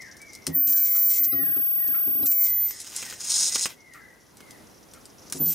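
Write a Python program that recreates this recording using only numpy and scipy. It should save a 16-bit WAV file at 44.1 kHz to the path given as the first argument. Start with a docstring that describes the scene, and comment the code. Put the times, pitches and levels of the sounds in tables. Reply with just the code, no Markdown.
"""An electric arc on a workshop floor sputters in bursts, then burns as a roaring flame: flickering noise.
Its switched high-voltage supply whines while it runs: a gliding sine with overtones that beat.
Sparks snap as short noise bursts, and bumps by the operator's hand ring the housing's low modes.
Scuffs, clicks, clinks and faint leakage ticks join in; a far bird's falling, echoing whistles come
from outside, over a murmur of air and electronics."""
import sys
import numpy as np
from scipy import signal
from scipy.fft import rfft, irfft, next_fast_len
from scipy.io import wavfile
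from scipy.ndimage import uniform_filter1d, map_coordinates

SR = 44100
rng = np.random.default_rng(int(sys.argv[2]) if len(sys.argv) > 2 else 0)


def wrap_up_sound(samples):
    """Save the sound to the file named by the first command line argument, as 16-bit audio."""
    columns = np.atleast_2d(samples).T
    # keep every value between -1 and 1, then stretch to whole-number steps
    tamed = np.clip(columns, -1, 1)
    steps = np.round(tamed * 32767).astype(np.int16)
    wavfile.write(sys.argv[1], SR, steps)


N = 244314  # length in samples

# Colour of the murmur: [f/Hz, level/dB per Hz]
AIR_TONE = [(20, -56), (47, -7), (267, -3.5), (453, -6.5), (1420, -15.5), (2600, -21.5), (7000, -23.5),
            (8800, -28), (9400, -21), (15600, -30.5)]
# Murmur level before its slow drift; it dips after the flame: [t/s, level/dB]
AIR_LEVEL = [(0, -53), (1.5, -51), (3.6, -52), (3.78, -55.5), (4.3, -54), (5.54, -50.5)]
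# How alike the murmur is at left and right: [f/Hz, likeness 0 to 1]
AIR_LIKENESS = [(60, 0.58), (950, 0.19), (4000, 0.65), (15000, 1)]

# Relative strength of the leakage ticks: [t/s, level/dB]
CORONA_LEVEL = [(.45, -55), (.55, -68.5), (4.2, -66.5), (5.3, -57.5)]
# Colour of the leakage ticks: [f/Hz, level/dB per Hz]
CORONA_TONE = [(3000, -19), (4500, -3.5), (5800, 9.0), (7500, -8), (11000, -40)]

# Falling whistles, before husk and echo: [t/s, length/s, start f/Hz, end f/Hz, level/dB]
WHISTLES = [(-.13, 0.23, 2320, 1505, -45.5), (0.186, 0.16, 2318, 2017, -49),
            (0.392, 0.16, 2160, 1683, -52.5), (0.666, 0.13, 1800, 1490, -52.5),
            (0.765, 0.22, 2272, 1975, -50.5), (1.04, 0.18, 2224, 1926, -49),
            (1.252, 0.26, 2086, 1487, -45.5), (1.737, 0.24, 1977, 1383, -52.5),
            (2.289, 0.27, 2258, 1873, -48.5), (2.613, 0.14, 2240, 1690, -50.5),
            (2.941, 0.18, 2098, 1690, -51.5), (3.481, 0.079, 2050, 1900, -47),
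            (3.768, 0.27, 2180, 1523, -52), (3.891, 0.2, 2118, 1882, -53), (4.37, 0.21, 2218, 1686, -56.5)]
LEAD_S = .2  # whistles that begin early bring their echo along

# Electrical breakdowns, before the path loss on the crack: [t/s, crack level/dB, pop level/dB against the crack]
SPARKS = [(.019, -37.5, -15), (0.168, -40, -25), (0.2172, -36, -34), (0.3329, -36.5, -28),
          (0.3511, -34, -33), (0.4675, -15.5, -16), (2.708, -27, -13), (3.0264, -35.5, 2.5),
          (3.125, -37, 2.5), (3.5569, -21.5, -2), (3.6569, -21, 1), (3.936, -40, -13.5), (4.37, -40.5, -29),
          (4.4051, -42.5, 1), (4.5086, -36.5, -29.5), (4.936, -36.5, -16), (5.055, -35.5, -30),
          (5.299, -33.5, -31), (5.324, -18, -11.5)]
# Colour of crack and fizz: [f/Hz, level/dB per Hz]
SNAP_TONE = [(2500, -25.5), (4000, -7.5), (5700, -1), (6600, -4.5), (8800, -2), (9500, -1.5),
             (11500, -12.5), (16500, -13)]
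# Colour of the duller pop: [f/Hz, level/dB per Hz]
POP_TONE = [(60, -32), (250, -2), (900, -9.5), (1400, -1.5), (3000, -2), (5000, -17.0)]
CRACK_T60_S, FIZZ_T60_S, POP_T60_S = 0.014, 0.076, 0.037  # times to fade by 60 dB
FIZZ_DB = -10  # against the crack

# Soft knocks, before each one's random changes: [t/s, level/dB, extra level/dB of the mode near 163 Hz]
BUMPS = [(0.473, -25.5, -5.5), (0.558, -34.5, -32), (.668, -39.5, -12), (0.764, -41, -22),
         (1.198, -36.5, -21), (1.259, -39.5, -20), (1.324, -27.5, -18), (1.383, -29.5, -16),
         (1.426, -38.5, -13), (1.469, -33.5, -16), (1.557, -30.5, -26), (1.873, -35, -22),
         (2.066, -31, -25), (2.145, -34.5, -31), (2.192, -32, -37), (2.219, -31, -37), (5.345, -30, -13),
         (5.396, -24.5, -6), (5.463, -34, -6), (5.496, -40, -19)]
# Ringing modes of the housing: [f/Hz, width/Hz, level/dB, left over right/dB]
HOUSING_MODES = [(86, 9.8, -12, -4), (163.4, 8.8, 8, -1), (268, 12.6, 0.5, 2.5), (364.4, 21.2, -5, 10.5),
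                 (462, 48, -8.5, 6), (663, 68, -2.5, 1)]
# Dull noise of the contact: [f/Hz, level/dB per Hz]
THUD_TONE = [(50, -28), (150, 6.5), (350, 3.5), (900, -10), (1800, -21.5)]
THUD_DB, THUD_T60_S = -7.5, 0.15  # level against the bump; time to fade by 60 dB

# Supply switched on and off: [full swing t/s, off t/s]
RUNS = [(0.552, 2.7), (5.409, 5.52)]
GROWS_DB_PER_S, DIES_DB_PER_S = 1100, 480
# Switching rate, pulled down as the arc loads the supply: [t/s, f/Hz]
SWITCHING_RATE = [(.54, 14290), (.58, 14335), (.68, 14355), (.705, 14305), (.775, 14300), (.795, 14350),
                  (.87, 14275), (.93, 14298), (1.12, 14308), (1.17, 14255), (1.21, 14370), (1.245, 14305),
                  (1.275, 14382), (1.47, 14418), (2.0, 14427), (2.25, 14425), (2.275, 14335), (2.35, 14283),
                  (2.455, 14315), (2.485, 14243), (2.58, 14250), (2.66, 14228), (2.69, 14165), (5.4, 14245),
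                  (5.47, 14240), (5.54, 14200)]
# Loudness of the core, before its small wobble: [switching f/Hz, level/dB]
CORE_LEVEL = [(14165, -29.5), (14235, -21.5), (14265, -23.5), (14305, -19), (14350, -20), (14385, -23),
              (14425, -22.5)]
# A faster clock sags too under heavy load: [switching f/Hz, clock f/Hz]
CLOCK_RATE = [(14250, 66250), (14345, 66560)]
# Overtones that beat with the clock: [whine multiple, clock multiple, level/dB before BEAT_LEVEL]
BEATS = [(4, 1, -3), (5, 1, -8), (9, 2, -9.5)]
# Beats against the whine: [switching f/Hz, single-clock level/dB, double-clock level/dB]
BEAT_LEVEL = [(14242, -33, -27), (14254, -32, -62), (14395, -33, -62), (14414, -31, -33)]

# Steady part of the sputter, one list per spell, before flicker and path loss: [t/s, level/dB]
SPUTTER = [
    [(.67, -43.5), (.9, -39), (1.07, -39), (1.2, -43), (1.3, -54)],
    [(2.25, -42), (2.5, -41), (2.58, -47.5), (2.7, -41.5)],
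    [(5.33, -40), (5.4, -52.5), (5.45, -72), (5.47, -57), (5.54, -40)],
]
# Sudden spitting on top, before flicker and path loss: [t/s, level/dB, hold/s]
BURSTS = [(.672, -27.5, 0.0024), (.688, -35, 0.017), (.723, -31, 0.004), (.759, -33.5, 0.018),
          (.796, -37, 0.0096), (.848, -34.5, 0.026), (.922, -45, 0.041), (.958, -40.5, 0.04),
          (1.094, -34.5, 0.093), (1.233, -32.5, 0.017), (1.875, -33.5, 0.0031), (2.258, -25.5, 0.0093),
          (2.311, -31, 0.0075), (2.41, -42, 0.019), (2.44, -36, 0.038), (2.798, -33, 0.01),
          (2.815, -36, 0.0068), (2.893, -37, 0.0057), (2.961, -27.5, 0.0087), (5.356, -38, 0.025),
          (5.456, -34, 0.05), (5.51, -32.5, 0.017)]
# Steady part of the flame, before flicker and path loss: [t/s, hiss level/dB, roar level/dB against the hiss]
FLAME = [(2.66, -58, 1), (2.72, -40.5, -15), (2.95, -42, -0.5), (3.1, -39, -2.5), (3.18, -44.5, -5),
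         (3.3, -33.5, -5), (3.66, -40, -1.5), (3.72, -50.5, 9), (3.77, -70, 1)]
# Swells of flame hiss, before flicker and path loss: [t/s, level/dB, hold/s]
SURGES = [(2.955, -38.5, 0.065), (3.199, -38, 0.16), (3.27, -34, 0.027), (3.292, -25.5, 0.033),
          (3.333, -24, 0.053), (3.388, -25.5, 0.047), (3.438, -23.5, 0.048), (3.515, -27.5, 0.036),
          (3.542, -21.5, 0.0086), (3.577, -21.5, 0.0069), (3.608, -24, 0.037)]
BURST_T60_S, SURGE_T60_S = 0.041, 0.083  # times to fade by 60 dB
# Colour of the sputter: [f/Hz, level/dB per Hz]
SPUTTER_TONE = [(1470, -21), (2500, -12), (3610, -14), (4290, -5.5), (4740, -8.5), (5990, 2), (6710, -4),
                (7360, 4), (8990, -5.5), (10100, 1.5), (12300, -11.5), (16000, -38)]
# Colour of the flame's hiss: [f/Hz, level/dB per Hz]
FLAME_TONE = [(1650, -34), (2800, -26), (4040, -8.5), (4600, -11.5), (5160, -1), (6200, -5.5), (6700, 2),
              (7200, -7.5), (8500, -4.5), (9500, -6.5), (11000, -20.5), (15600, -34)]
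# Colour of the flame's roar: [f/Hz, level/dB per Hz]
ROAR_TONE = [(200, -24), (600, -9), (1500, -4), (3200, 0), (5000, -7.5)]

# Short dull scuffs: [t/s, level/dB]
SCUFFS = [(0.945, -47), (1.94, -39), (3.945, -42.5), (4.945, -48.5)]
# Colour of the scuffs: [f/Hz, level/dB per Hz]
SCUFF_TONE = [(950, -19), (1350, 8.5), (1500, -8), (2200, -5.5), (3200, -21)]
SCUFF_T60_S = 0.21  # time to fade by 60 dB

# Clicks of the clamp's jaws, before the strength of each mode: [t/s, level/dB]
CLICKS = [(1.321, -43.5), (2.228, -47)]
# Ringing modes of the jaws: [f/Hz, level/dB]
JAW_MODES = [(3970, 6), (5050, 6.5), (9780, 1)]
JAW_T60_S = 0.064  # time to fade by 60 dB

# A small metal part rings: [t/s, level/dB]
CLINKS = [(1.3224, -40.5), (1.408, -45.5), (1.553, -50), (2.2457, -46.5)]
METAL_HZ, METAL_T60_S = 1305, .17

# Echoes from floor, board and bench: [delay/s, gain]
ECHOES = [(.0007, -0.046), (.0017, -0.18), (.0033, 0.14), (.0058, 0.25), (.0094, -0.36)]
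EAR_GAP_S = .000012  # echoes reach left and right this far apart, by turns either side first
TREBLE_LEANS_DB = 0.5  # hiss, left over right: the housing shades the right side
PATH_DB = -4  # the arc's treble loses this on its way to the microphone
# Left-right balance of the nearby sounds: [t/s, left over right/dB]
BALANCE = [(0, 2), (1.1, 0), (1.3, 2.5), (1.9, 2), (2.7, 0), (4, 0.5)]
# Echo fading time, before each source's scale: [f/Hz, time to fade by 60 dB/s]
ROOM_T60 = [(200, 0.46), (2000, 0.26), (10000, 0.037)]
TOP_HZ = 16688  # band limit of the microphone


def amp(db):
    """Turn decibels into gain."""
    return 10 ** (np.asarray(db) / 20)


def unit(x):
    """Scale a signal to rms 1."""
    return x / np.sqrt(np.mean(x ** 2) + 1e-20)


def along(points, hz):
    """Read (Hz, value) points on a log frequency axis."""
    f, v = np.transpose(points)
    return np.interp(np.log(hz + 1), np.log(f + 1), v)


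def curve(rows, column, outside=None):
    """One value per sample, `outside` beyond the table, or its end values if none is given."""
    rows = np.asarray(rows)
    return np.interp(np.arange(N) / SR, rows[:, 0], rows[:, column], outside, outside)


def level(tables, column):
    """Gain of a source that sounds only during its tables, with softened edges."""
    gains = [amp(curve(rows, column, -200)) for rows in tables]
    return uniform_filter1d(np.max(gains, axis=0), size=90)


def wobble(rate):
    """A smooth random curve, with `rate` random knots a second."""
    knots = rng.standard_normal(int(N * rate / SR) + 4)
    return map_coordinates(knots, [np.arange(N) * rate / SR])


def filtered(x, response):
    """Filter x by a complex response of frequency."""
    m = next_fast_len(N + SR // 2)
    hz = np.fft.rfftfreq(m, 1 / SR)
    return irfft(rfft(x, m) * response(hz), m)[..., :N]


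def noise(spectrum, drive=1):
    """Coloured noise, rms 1 if undriven; drive acts before the colour, so fast flicker keeps the resonances."""
    white = rng.standard_normal(N)
    both = np.array([white, drive * white])
    plain, driven = filtered(both, lambda hz: amp(along(spectrum, hz)))
    return driven / np.std(plain)


def add(track, s, sound):
    """Mix a sound in at s seconds."""
    start = round(s * SR)
    piece = sound[max(0, -start):N - start]
    track[max(0, start):][:len(piece)] += piece


def jumps(rows, rise, t60):
    """Gain that jumps on, holds and dies for each row."""
    out, t = np.zeros(N), np.arange(SR // 3) / SR
    for s, db, hold in rows:
        fade = amp(db - 60 * np.maximum(t - hold, 0) / t60)
        add(out, s, fade * (1 - np.exp(-t / rise)))
    return out


def room(x, t60_scale):
    """Echo x in a two-channel tail of noise, each frequency dying at its own speed."""
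    hz, t, z = signal.stft(rng.standard_normal((2, SR // 2)), SR, nperseg=256)
    t60 = t60_scale * along(ROOM_T60, hz)
    tail = signal.istft(z * amp(-60 * t / t60[:, None]), SR, nperseg=256)[1]
    return signal.fftconvolve(x[None], tail / np.linalg.norm(tail[0]), axes=1)[:, :N]


def air():
    """Gently drifting workshop murmur of air and electronics, partly shared by left and right."""
    def mid_side(hz):
        angle = np.arccos(np.clip(along(AIR_LIKENESS, hz), -1, 1)) / 2
        return amp(along(AIR_TONE, hz)) * [np.cos(angle), np.sin(angle)]

    mid, side = filtered(rng.standard_normal((2, N)), mid_side)
    return amp(curve(AIR_LEVEL, 1) + 1.3 * wobble(7)) * unit(np.array([mid + side, mid - side]))


def corona():
    """Faint leakage ticks at random moments, each a tiny puff of treble noise."""
    happens = rng.random(N) < 110 / SR  # about 110 a second
    strikes = happens * amp(2.2 * rng.exponential(size=N))
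    fade = amp(-60 * np.arange(SR // 20) / SR / 0.047)
    puffs = signal.fftconvolve(strikes, fade)[:N]
    return amp(curve(CORONA_LEVEL, 1)) * puffs * noise(CORONA_TONE)


def bird():
    """Each husky whistle falls slowly at first, then faster; distance leaves mostly echo."""
    out, lead = np.zeros(N), round(LEAD_S * SR)
    for s, length, start_hz, end_hz, db in WHISTLES:
        u = np.arange(round(length * SR)) / (length * SR)  # progress, 0 to 1
        hz = start_hz + (end_hz - start_hz) * u ** 1.4
        swell = np.abs(np.sin(np.pi * u)) ** 0.33
        add(out, s + LEAD_S, amp(db) * swell * np.sin(2 * np.pi * np.cumsum(hz) / SR))
    out = out * (.8 + .38 * wobble(130))  # husky flutter
    echo = room(out, t60_scale=2.77)
    mixed = 0.5 * out + 0.5 * echo + 0.6 * echo[0]
    return np.pad(mixed[:, lead:], [(0, 0), (0, lead)])


def sparks():
    """Each breakdown is a sudden crack and a burst of bright noise; a short duller pop lies under it."""
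    snap, pop, t = np.zeros(N), np.zeros(N), np.arange(SR // 4) / SR
    for s, db, pop_db in SPARKS:
        crack = amp(db - 60 * t / CRACK_T60_S)
        fizz = amp(db + FIZZ_DB - 60 * t / FIZZ_T60_S)
        add(snap, s, crack + fizz)
        add(pop, s, amp(db + pop_db - 60 * t / POP_T60_S))
    return snap * noise(SNAP_TONE), pop * noise(POP_TONE)


def bumps():
    """Soft knocks ring the low modes of the housing, each at a new strength, pitch and phase."""
    rings, thuds, t = np.zeros((2, N)), np.zeros(N), np.arange(SR // 2) / SR
    for s, db, low_db in BUMPS:
        ring = 0
        for hz, width, mode_db, lean in HOUSING_MODES:
            extra = low_db if 130 < hz < 200 else 0
            sides = np.array([[lean], [-lean]]) / 2
            gain = amp(mode_db + rng.normal(0, 1.3) + extra + sides)
            turns = hz * rng.normal(1, 0.019) * t + rng.random()
            ring = ring + gain * np.exp(-np.pi * width * t) * np.sin(2 * np.pi * turns)
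        add(rings.T, s, (amp(db) * ring * (1 - np.exp(-t / 0.018))).T)
        add(thuds, s, amp(db + THUD_DB - 60 * t / THUD_T60_S) * (1 - np.exp(-t / 0.0068)))
    lumps = amp(1.65 * wobble(45))  # the grip shifts, so the ring comes in lumps
    return (rings + thuds * noise(THUD_TONE)) * lumps


def sputtering():
    """How hard the unsteady arc spits: a steady part plus sudden bursts."""
    return level(SPUTTER, 1) + jumps(BURSTS, rise=0.00026, t60=BURST_T60_S)


def whine():
    """The core sings at the switching rate, rougher while the arc spits; overtones beat with a faster clock."""
    hz, t = curve(SWITCHING_RATE, 1), np.arange(N) / SR

    def by_rate(rows, column):
        return np.interp(hz, *np.transpose(rows)[[0, column]])

    rough = 0.052 + 6 * sputtering()
    turns = np.cumsum(hz) / SR
    clock = np.cumsum(by_rate(CLOCK_RATE, 1)) / SR
    jitter = rough * (wobble(500) + 0.18 * wobble(2200))
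    tone = np.sin(2 * np.pi * turns + jitter) * (1 + 0.83 * rough * wobble(640))
    beats = sum(amp(db + by_rate(BEAT_LEVEL, n)) * np.sin(2 * np.pi * (m * turns - n * clock))
                for m, n, db in BEATS)
    running = 0
    for on, off in RUNS:
        growing = GROWS_DB_PER_S * np.maximum(on - t, 0)
        dying = DIES_DB_PER_S * np.maximum(t - off, 0)
        running = running + amp(-growing - dying)
    loudness = amp(by_rate(CORE_LEVEL, 1) + 0.21 * wobble(29.4))
    return np.sqrt(2) * running * loudness * (tone + beats)


def arc():
    """The channel of hot gas flickers fast, making coloured noise; the sputter and flame flicker differently."""
    spikes = unit(amp(1.9 * wobble(120) + 2.7 * wobble(900)))
    sputter = noise(SPUTTER_TONE, sputtering() * spikes)
    flicker = amp(1.47 * wobble(70) + 2.9 * wobble(800))
    steady = level([FLAME], 1)
    surges = jumps(SURGES, rise=0.0044, t60=SURGE_T60_S)
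    hiss = noise(FLAME_TONE, flicker * (steady + surges))
    roar = noise(ROAR_TONE, flicker * steady * amp(curve(FLAME, 2)))
    return sputter + hiss + roar


def scuffs():
    """Short dull scuffs are fading puffs of noise."""
    puffs, t = np.zeros(N), np.arange(SR // 4) / SR
    for s, db in SCUFFS:
        add(puffs, s, amp(db - 60 * t / SCUFF_T60_S) * (1 - np.exp(-t / 0.0042)))
    return puffs * noise(SCUFF_TONE)


def jaw_clicks():
    """A dry click of noise and the short high modes of the clamp's jaws."""
    out, t = np.zeros(N), np.arange(SR // 10) / SR
    for s, db in CLICKS:
        modes = sum(amp(g) * np.sin(2 * np.pi * hz * t) for hz, g in JAW_MODES)
        ring = modes + rng.standard_normal(len(t))
        add(out, s, amp(db - 60 * t / JAW_T60_S) * ring * (1 - np.exp(-t / 0.0018)))
    return out


def clinks():
    """A small metal part rings briefly as a fading, slightly uneven sine."""
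    out, t = np.zeros(N), np.arange(SR // 4) / SR
    for s, db in CLINKS:
        ring = np.sin(2 * np.pi * METAL_HZ * t)
        add(out, s, amp(db - 60 * t / METAL_T60_S) * ring * (1 - np.exp(-t / 0.0027)))
    return out * (1 + 0.34 * wobble(90))


def near_surfaces(hz):
    """Short echoes comb the hiss with fine ripples, a little differently at left and right."""
    side = np.array([[1], [-1]])  # left, right
    paths = 1
    for k, (delay, gain) in enumerate(ECHOES):
        shifted = delay + (-1) ** k * side * EAR_GAP_S / 2
        paths = paths + gain * np.exp(-2j * np.pi * hz * shifted)
    return amp(side * TREBLE_LEANS_DB / 2) * paths


def scene():
    """Mix the near sounds, their room echoes, the bird and the murmur in stereo."""
    lean = curve(BALANCE, 1) / 2
    snaps, pops = sparks()
    hiss = amp(PATH_DB) * (arc() + snaps + corona())
    bench = filtered(hiss, near_surfaces) + pops + scuffs() + jaw_clicks() + clinks()
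    bench_echo = amp(-14.0) * room(bench.mean(axis=0), t60_scale=0.49)
    near = (bench + whine()) * amp([lean, -lean]) + bench_echo
    knocks = bumps()
    # small panels answer only the upper modes
    rattle = filtered(knocks.mean(axis=0), lambda hz: 1 / (1 + (220 / (hz + 1)) ** 6))
    return near + knocks + amp(-7.5) * room(rattle, t60_scale=0.69) + bird() + air()


def record(dry):
    """Peaks are softly squashed; the microphone fades in the top treble and keeps nothing above its limit."""
    squashed = dry / (1 + np.abs(dry / .4) ** 4) ** .25
    return filtered(squashed, lambda hz: (hz < TOP_HZ) / (1 + (hz / 15700) ** 60))


dry = scene()
out = record(dry)
wrap_up_sound(out)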